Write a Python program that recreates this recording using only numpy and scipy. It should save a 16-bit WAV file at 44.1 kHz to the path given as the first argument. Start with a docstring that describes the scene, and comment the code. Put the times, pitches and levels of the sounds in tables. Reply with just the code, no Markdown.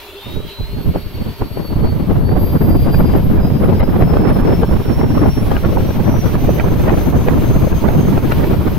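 """Model jet fan spooling up

A small electric ducted fan on a bench speeds up in steps, heard at two microphone ports in its exhaust.
Behind, the duct hums, roars and hisses (shaped noise), the blades whine and the motor coils sing (sine tones).
In front, the jet of air buffets the ports (noise played at a changing speed) and sharp gusts hit them
(short noise bursts). A limiter turns everything down for a moment under the strongest peaks."""
import sys
import numpy as np
from scipy import signal
from scipy.fft import rfft, irfft, next_fast_len
from scipy.io import wavfile
from scipy.ndimage import uniform_filter1d, minimum_filter1d, map_coordinates

SR = 44100
rng = np.random.default_rng(int(sys.argv[2]) if len(sys.argv) > 2 else 0)


def output_pcm(signal):
    """Save a mono or channel-first signal as 16-bit PCM at the path in sys.argv[1].

    Samples are clipped to [-1, 1] before scaling.
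    """
    pcm = np.clip(np.atleast_2d(signal).T, -1, 1) * 32767
    wavfile.write(sys.argv[1], SR, np.round(pcm).astype(np.int16))


N = 387198

# All table levels are relative: the functions below add further gains.
# Air noise of the duct over time: (t/s, roar level/dB, hiss level/dB)
DUCT_LEVELS = [(0, -50, -54.5), (2.3, -51.5, -57.5), (3.2, -49.5, -55), (4.0, -49.5, -54.5),
               (4.9, -48, -52), (6.1, -46, -50), (7.5, -45, -47.5), (8.78, -45.5, -49.5)]
# Spectra of roar and hiss: (f/Hz, level per Hz/dB)
ROAR_SPECTRUM = [(300, -48), (900, -7), (1550, -3), (2300, 2.5), (3300, -1.5), (4300, -4.5), (5300, -8.5),
                 (7000, -32), (9000, -64)]
HISS_SPECTRUM = [(2650, -44), (4500, -30), (5370, -7.5), (6380, -4.5), (6970, -12.5), (7900, -8.5),
                 (8630, -12.5), (12800, 1.5), (14500, -0.5), (15600, -4)]
# Tail pipe resonances: (f/Hz, width/Hz, strength against the plain roar/dB)
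PIPE_MODES = [(1590, 34, -9), (2300, 11, -20), (3150, 39, -7)]
# Hum of the airframe: (f/Hz, level per Hz/dB), then (t/s, level/dB)
HUM_SPECTRUM = [(100, -26), (250, -4.5), (500, -6), (1000, -5.5), (1300, -5.5), (1700, -15), (3000, -41)]
HUM_LEVELS = [(0, -44), (.5, -46.5), (1, -47), (2, -45.5), (8.78, -37.5)]
# Fuselage resonances: (f/Hz, width/Hz, strength against the plain hum/dB)
BODY_MODES = [(399.6, 20, 18.5), (589, 21, 12.5), (922, 49, 4)]
# Throaty whirr that dies away: (f/Hz, level per Hz/dB), then (t/s, level/dB)
WHIRR_SPECTRUM = [(1500, -40), (2200, -23), (2720, 1.5), (3100, -2.5), (3550, -3.5), (4200, -3),
                  (5500, -26)]
WHIRR_LEVELS = [(0, -43.5), (.33, -40), (.4, -52), (.5, -39), (.62, -47), (1, -48), (8.78, -82)]
# Throttle steps: (t/s, blade rate the rotor heads for, f/Hz)
THROTTLE_STEPS = [(0.0, 3430), (0.13, 3817), (0.311, 4050), (0.623, 4463), (2.235, 4755), (2.898, 4902),
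                  (3.306, 5058), (3.836, 5208), (4.239, 5300), (4.407, 5428), (4.837, 5541), (5.079, 5603),
                  (5.408, 5741), (5.749, 5880), (6.28, 6104), (6.632, 6166), (6.922, 6252), (7.37, 6452),
                  (7.577, 6405)]
# Clear tones (blade, its octave, upper coil tone): (multiple of switching rate, multiple of blade rate)
CLEAR_TONES = [(0, 1), (0, 2), (1, 1)]
# How loud each clear tone is at each pitch, one list per tone: (f/Hz, level/dB)
TONE_PATHS = [
    [(3430, -48), (3700, -34.5), (3880, -45), (4000, -40.5), (4150, -43), (4460, -47.5), (5400, -47),
     (6420, -50)],
    [(6860, -68), (9000, -65), (9700, -65), (10100, -58.5), (11400, -52), (12850, -45)],
    [(11450, -56), (12000, -61), (12480, -46.5), (12800, -38.5), (13100, -54), (13500, -62), (14450, -64)],
]
# Brief swells and fades, one list per clear tone: (t/s, half length/s, level change/dB)
TONE_SWELLS = [
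    [(.63, 0.021, 5.5), (.93, 0.046, -3), (1.05, .057, 1.5), (1.67, 0.069, 10), (1.88, 0.048, 6),
     (2.13, 0.1, -20), (2.95, .03, 10), (3.04, 0.036, -2), (3.31, 0.11, -10), (3.45, 0.029, 6),
     (3.95, .05, -7), (4.1, 0.041, 2), (4.36, 0.047, 0), (4.53, 0.031, 1), (4.64, .038, -6),
     (4.81, .055, -6), (4.93, 0.037, 3), (5.34, 0.05, 6), (5.47, 0.034, -13), (6.27, 0.19, 8.5),
     (6.37, 0.058, -6), (7.69, 0.2, 5.5), (8.52, 0.26, -19)],
    [(3.39, 0.042, -8), (3.53, .034, -7), (3.65, 0.052, 9), (4.32, 0.041, 10), (4.5, .05, -4),
     (5.39, 0.13, 4), (6.55, 0.059, 6), (7.07, 0.05, 11), (7.11, 0.33, -7), (8.17, 0.12, -4)],
    [(1.0, 0.061, 2), (1.3, 0.1, -10), (1.78, 0.041, -1.5), (2.46, 0.093, 5), (2.87, .03, -14),
     (2.97, 0.039, 6.5), (3.15, 0.33, 2.5), (3.85, .098, -11), (3.93, 0.13, 15), (4.36, 0.055, 9),
     (4.69, 0.072, -14)],
]
# Passing faint tones: (multiple of switching rate, multiple of blade rate, start t/s, end t/s, level/dB)
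FAINT_TONES = [(0, 3, 0, .14, -60), (0, 3, 2.3, 3.3, -64), (0, 3, 3.45, 4.1, -59), (0, 2.5, 3.55, 4.1, -50),
               (1, .5, 1.5, 2.3, -64), (1, .5, 2.35, 2.95, -56), (2, -.5, 6, 6.35, -49),
               (1, 0, .1, 2.1, -69)]
# Brief dips of all the fan noise and tones: (t/s, depth/dB)
FAN_DIPS = [(2.35, 3), (3.08, -1), (3.26, 2), (3.81, 0), (3.94, 3), (4.25, 2), (4.43, 3), (4.64, 0),
            (5.06, 2), (5.65, 3), (5.99, 3.5), (6.37, 5), (6.77, 3), (7.14, 5), (7.36, 2), (7.53, 1),
            (7.73, 6), (7.85, 3.5), (8.21, 3), (8.44, 3)]
# Steady part of the exhaust stream on the ports: (t/s, level/dB, sharpness/dB)
STREAM_LEVELS = [(0, -70, -14), (.23, -61, -14), (.26, -33.5, -13), (.47, -31.5, -15), (.54, -53, -14),
                 (.65, -41, -16), (1.3, -29.5, -15), (1.37, -52, -14), (1.5, -42, -15), (1.68, -38, -15),
                 (1.76, -16, -16), (1.9, -16.5, -13), (2.15, -16.5, -18), (2.75, -11.5, -17.5),
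                 (3.2, -13.5, -16), (3.75, -14.5, -12.5), (4.25, -14.5, -13), (4.7, -14.5, -14),
                 (5.2, -16.5, -14.5), (5.7, -14.5, -16), (6.2, -15, -16), (6.8, -13.5, -13.5),
                 (7.35, -15, -15), (7.6, -15, -16), (8.0, -15, -15.5), (8.4, -16.5, -15), (8.78, -18, -15)]
# Early moments when the stream licks the ports: (start t/s, length/s, level/dB, sharpness/dB)
STREAM_SURGES = [(0.348, 0.061, -22, -14), (0.595, 0.059, -19.5, -29), (0.686, 0.062, -23, -27),
                 (0.75, 0.077, -24.5, -16), (0.858, 0.059, -12, -22), (0.936, 0.065, -24, -11),
                 (1.037, 0.044, -22.5, -31), (1.139, 0.042, -23.5, -17), (1.183, 0.051, -21.5, -22),
                 (1.24, 0.08, -22.5, -14), (1.396, 0.079, -23, -11), (1.505, 0.043, -27, -18),
                 (1.552, 0.089, -22.5, -10), (1.641, 0.031, -25, -9), (1.687, 0.069, -16.5, -20)]
# Moments when the stream swings away: (t/s, depth/dB)
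STREAM_LULLS = [(2.05, 5.5), (2.59, 15.5), (3.59, 10), (4.67, 6), (4.84, 9), (5.36, 8), (5.571, 11),
                (5.82, 0), (5.93, 9), (6.04, 4), (6.21, 9), (6.43, 4.5), (6.63, 10), (7.48, 4), (7.70, 8),
                (7.80, 12), (8.46, 10), (8.66, 1)]
# Eddies at middle speed, and slow pressure heaves: (f/Hz, level per Hz/dB)
EDDY_SPECTRUM = [(12, -0.5), (22, -10.5), (45, -1), (150, -1), (300, -9.5), (600, -20), (1200, -31.5),
                 (2500, -49.5), (6000, -80)]
HEAVE_SPECTRUM = [(12, -23), (22, -2), (45, -11), (90, -7), (160, -32), (400, -90)]
# Single sharp gusts: (t/s, peak level/dB, edge against peak/dB, left over right/dB)
GUST_HITS = [(0.955, -10, -47, -1), (1.417, -10.5, -24, -1.5), (1.569, -21, -38, 13), (2.153, -14, -35, 9),
             (2.288, -16, -12.5, -2), (2.618, -16, -29, -5), (2.881, -20, -32, 1), (2.941, -11, -10, 3),
             (3.002, -5, -15, -1), (3.133, -16, -13, 2), (3.383, -3, -22, -3), (3.814, 8.5, -11.5, 1.5),
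             (3.937, -14, -19, -3), (4.019, -4, -9.5, -3), (4.134, -14, -11, 6), (4.166, -3, -18, -4),
             (4.287, -18, -2, 4), (4.31, -3.5, -21, 0), (4.364, -12, -21, -8), (4.422, -5, -22, 0),
             (4.486, -12, -24, 0.5), (4.629, -1.5, -14, 1), (4.708, -11, -27, -7), (4.882, -14, -30.5, 6),
             (5.009, -6, -14, 2.5), (5.176, -8, -11.5, -2), (5.256, -8, -14.5, 1), (5.513, -8.5, -8.5, 2),
             (5.563, -6.5, -11.5, 3.5), (5.645, -7.5, -6, -1), (5.768, -1.5, -19, -2.5),
             (5.886, -11.5, -30, -7), (6.137, -14, -34, -2), (6.35, -13.5, -6, -3), (6.488, -4.5, -22, 1),
             (6.594, -4, -7.5, -6), (6.638, -6.5, -31, 4), (6.891, -2, -6.5, 3), (7.281, -3.5, -10, -1),
             (7.441, -17, -27, 18), (7.723, -10, -14, -1), (7.882, -3.5, -9, 0), (8.174, -6.5, -12.5, 2),
             (8.251, -17, -12, -1), (8.317, -16, 3, 1), (8.438, -10, -11.5, -2), (8.673, -10.5, -8, 2)]
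# Body and ragged edge of a gust: (f/Hz, level per Hz/dB)
PUFF_SPECTRUM = [(60, 18.5), (200, -2.5), (500, 1), (1000, -11), (1600, -40), (3000, -136), (6000, -90)]
EDGE_SPECTRUM = [(600, 8), (1300, 8), (1800, 1.5), (2600, -8), (4000, -17), (7000, -35)]

SWITCH_HZ, ROTOR_LAG_S = 8021, .0674  # motor drive switching rate; rotor response time
TONE_FADE_DB, DIP_S = 2, 0.018
LULL_S, SWAY_DB, SHARP_SWAY_DB = 0.016, 0.63, 1.7845
QUICKEN_DB, QUICKEN_S = 4, .025  # each gust also sharpens the stream around it
TOP_HZ = 15784  # nothing passes above this
STEP = 64  # slow curves are worked out on every 64th sample
COARSE = np.arange(0, N + STEP, STEP)


def amp(db):
    """Turn dB into an amplitude factor."""
    return 10 ** (np.asarray(db) / 20)


def unit(x):
    """Scale to an rms of 1."""
    return x / np.sqrt(np.mean(x ** 2) + 1e-20)


def curves(rows):
    """One value per sample for each column after the time."""
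    s, *columns = np.transpose(rows)
    return [np.interp(np.arange(N) / SR, s, column) for column in columns]


def fine(x):
    """Go from every 64th sample to all of them."""
    return np.interp(np.arange(N), STEP * np.arange(len(x)), x)


def bumps(centres, widths):
    """One smooth bell in time for each centre, on the coarse grid."""
    return np.exp(-((COARSE / SR - np.c_[centres]) / np.c_[widths]) ** 2)


def wobble(knots_per_s):
    """A smooth random curve through random knots."""
    knots = rng.standard_normal(N // 300)
    return fine(map_coordinates(knots, [COARSE * knots_per_s / SR]))


def filtered(x, response):
    """Shape x by a gain that depends on frequency."""
    n = x.shape[-1]
    m = next_fast_len(n + 8192)
    return irfft(rfft(x, m) * response(np.fft.rfftfreq(m, 1 / SR)), m)[..., :n]


def noise(spectrum, alike, patchy_db, size=N):
    """Two noises of one spectrum and joint rms 1, alike by 0-1, in small patches of random gain."""
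    f, db = np.transpose(spectrum)
    z = signal.stft(rng.standard_normal((2, size)), nperseg=1024)[2]
    patches = rng.standard_normal(z.shape[1:])
    for axis in (0, 1):
        patches = uniform_filter1d(patches, size=3, axis=axis)
    pair = signal.istft(z * amp(patchy_db * unit(patches)), nperseg=1024)[1][:, :size]
    a, b = filtered(pair, lambda hz: amp(np.interp(np.log(hz + 1), np.log(f), db)))
    turn = np.arccos(np.clip(alike, 0, 1)) / 2  # mixing angle that sets how alike they are
    common, differing = np.cos(turn) * a, np.sin(turn) * b
    return unit(np.array([common + differing, common - differing]))


def ringing(modes):
    """Response of the plain sound plus resonances, each a mass on a spring with friction."""
    def response(f):
        total = 1
        for centre, width, db in modes:
            friction = 1j * f * width
            total = total + amp(db) * friction / (centre ** 2 - f ** 2 + friction)
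        return total
    return response


def duct():
    """Air noise of the fan: hum ringing in the fuselage, whirr, roar in the pipe, hiss of tips and nozzle."""
    roar_db, hiss_db = curves(DUCT_LEVELS)
    hum = filtered(noise(HUM_SPECTRUM, alike=0.99, patchy_db=3.5), ringing(BODY_MODES))
    hum = amp(curves(HUM_LEVELS)[0]) * hum
    whirr = amp(curves(WHIRR_LEVELS)[0]) * noise(WHIRR_SPECTRUM, alike=0.4, patchy_db=4.5)
    shiver_db = 0.6 * wobble(40) + 0.94 * wobble(12)  # shared by roar and hiss
    roar = filtered(noise(ROAR_SPECTRUM, alike=0.26, patchy_db=1.5), ringing(PIPE_MODES))
    roar = amp(roar_db + 6.5 + shiver_db) * roar
    hiss = amp(hiss_db + 9.0 + shiver_db) * noise(HISS_SPECTRUM, alike=0.05, patchy_db=2.4)
    return hum + whirr + roar + hiss


def rotor():
    """Blade rate in Hz: the rotor's inertia makes it glide to each throttle step without overshoot."""
    s, hz = np.transpose(THROTTLE_STEPS)
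    lags = np.maximum(COARSE / SR - s[1:, None], 0) / ROTOR_LAG_S  # time since each step, in lags
    return fine(hz[0] + np.diff(hz) @ (1 - (1 + lags) * np.exp(-lags)))


def whine(flutter_db=2.2, offset=.72, drift=.15, smear=.27):
    """Blade and coil tones: their loudness flutters quickly at random;
    their phase (radians) differs between left and right and drifts slowly, with a quicker random blur."""
    blade_hz, t = rotor(), np.arange(N) / SR
    blade_phase = 2 * np.pi * np.cumsum(blade_hz) / SR
    switch_phase = 2 * np.pi * SWITCH_HZ * t
    tones = []
    for (m, k), path, rows in zip(CLEAR_TONES, TONE_PATHS, TONE_SWELLS):
        path_db = np.interp(m * SWITCH_HZ + k * blade_hz, *np.transpose(path))
        s, half, change_db = np.transpose(rows)
        swell_db = fine(change_db @ bumps(s, half))
        tones.append((m * switch_phase + k * blade_phase, path_db + swell_db + TONE_FADE_DB * wobble(18)))
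    for m, k, start, end, db in FAINT_TONES:
        # quick fade in and out, rising slightly between
        fade_db = np.interp(t, [start - .08, start, end, end + .08], [-40, 1, 3.0, -40])
        tones.append((m * switch_phase + k * blade_phase, db + fade_db))
    out = np.zeros((2, N))
    blur = smear * np.array([wobble(40), wobble(40)])
    for phase, db in tones:
        apart = (offset + drift * wobble(3)) * np.array([[1], [-1]])
        loudness = np.sqrt(2) * amp(db + flutter_db * wobble(60))
        out += loudness * np.sin(phase + apart + blur)
    return out


def blast(calm=.05):
    """Level and sharpness of the exhaust on the ports: a swaying stream, early surges, later lulls."""
    start, length, surge_db, surge_sharp_db = np.transpose(STREAM_SURGES)
    surge = bumps(start + length / 2, length / 2)
    s, depth_db = np.transpose(STREAM_LULLS)
    stream_db, stream_sharp_db = curves(STREAM_LEVELS)
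    stream_db = stream_db + SWAY_DB * wobble(14) - fine(depth_db @ bumps(s, LULL_S))
    level_db = 10 * np.log10(amp(2 * stream_db) + fine(amp(2 * surge_db) @ surge ** 2))  # powers add
    # sharpness is an average; calm is the weight of the steady stream
    sharp_db = fine(surge_sharp_db @ surge) + calm * stream_sharp_db
    sharp_db = sharp_db / (fine(surge.sum(0)) + calm + 1e-9)
    quicken_db = QUICKEN_DB * fine(bumps(np.transpose(GUST_HITS)[0], QUICKEN_S).sum(0))
    return level_db, sharp_db + quicken_db + SHARP_SWAY_DB * wobble(22)


def buffeting(neutral_db=-14, octaves_per_db=0.08, shared=.12, own=.26, quick=.15, power=2.05):
    """Frozen eddies sweep past each port: faster air raises their pitch, and its flutter their loudness."""
    level_db, sharp_db = blast()
    eddies = noise(EDDY_SPECTRUM, alike=0, patchy_db=2.5, size=2 * N)
    apart = np.array([own * wobble(55) + quick * wobble(130) for port in range(2)])
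    flutter = .6 * np.tanh((shared * wobble(30) + apart) / .6)  # octaves of speed, the swings bounded
    speed = 2 ** np.clip(octaves_per_db * (sharp_db - neutral_db) + flutter, -2, 1.5)
    place = np.cumsum(speed, axis=1)  # reading position in the frozen noise
    swept = np.array([map_coordinates(e, [p], order=1, mode="mirror") for e, p in zip(eddies, place)])
    stream = amp(level_db + 4.0) * unit(swept * 2 ** (power * flutter))
    heave_gain = np.hypot(amp(uniform_filter1d(level_db, size=SR // 8) - 11), amp(-44.5))  # never quite still
    return stream + heave_gain * noise(HEAVE_SPECTRUM, alike=0.067, patchy_db=2.5)


def evened(x):
    """Level the noise over 10 ms so that every gust arrives near its set strength."""
    return x / np.sqrt(np.abs(uniform_filter1d(x ** 2, size=SR // 100)) + 0.051)


def gusts(lag=0.005, core=0.0019, skirt=0.015):
    """Fast knots of air: puffs with a ragged edge, a sharp core inside a softer swell (times in s)."""
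    half = SR // 20
    t = np.arange(-half, half) / SR - lag
    shape = np.exp(-(t / core) ** 2) + 0.39 * np.exp(-(t / skirt) ** 2)
    puff, edge = np.zeros((2, N + SR)), np.zeros((2, N + SR))
    for s, db, edge_db, pan_db in GUST_HITS:
        sides = amp([[db + pan_db / 2], [db - pan_db / 2]]) * shape
        begin = round(s * SR) - half
        puff[:, begin:begin + len(t)] += sides * amp(2.5)
        edge[:, begin:begin + len(t)] += sides * amp(edge_db + 0.5)
    body = puff[:, :N] * evened(noise(PUFF_SPECTRUM, alike=0.14, patchy_db=3.5))
    ragged = edge[:, :N] * evened(noise(EDGE_SPECTRUM, alike=0.2, patchy_db=6.5))
    return body + ragged


def scene():
    """Duct noise and tones, dipping together, behind wind that leans slightly to the right."""
    s, depth_db = np.transpose(FAN_DIPS)
    dip = amp(-fine(depth_db @ bumps(s, DIP_S)))
    fan = dip * (duct() + amp(-1.2) * whine())
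    wind = amp([[-.35], [.35]]) * (buffeting() + gusts())
    return wind + fan


def record(dry):
    """Ports leak into each other, a limiter ducks both under peaks, big low swings round off; top cut."""
    leak, ceiling = .07, 1.3
    mixed = dry + leak * dry[::-1]
    need = np.minimum(1, ceiling / (np.abs(mixed).max(0) + 1e-9))
    gain = uniform_filter1d(minimum_filter1d(need, size=601), size=301)  # window sizes in samples
    bass = filtered(mixed, lambda hz: 1 / (1 + (hz / 2500) ** 4))
    ducked = bass * gain
    rounded = ducked / (1 + np.abs(ducked / .96) ** 4) ** .25  # soft saturation
    return filtered(rounded + (mixed - bass) * gain, lambda hz: hz < TOP_HZ)


dry = scene()
out = record(dry)
output_pcm(out)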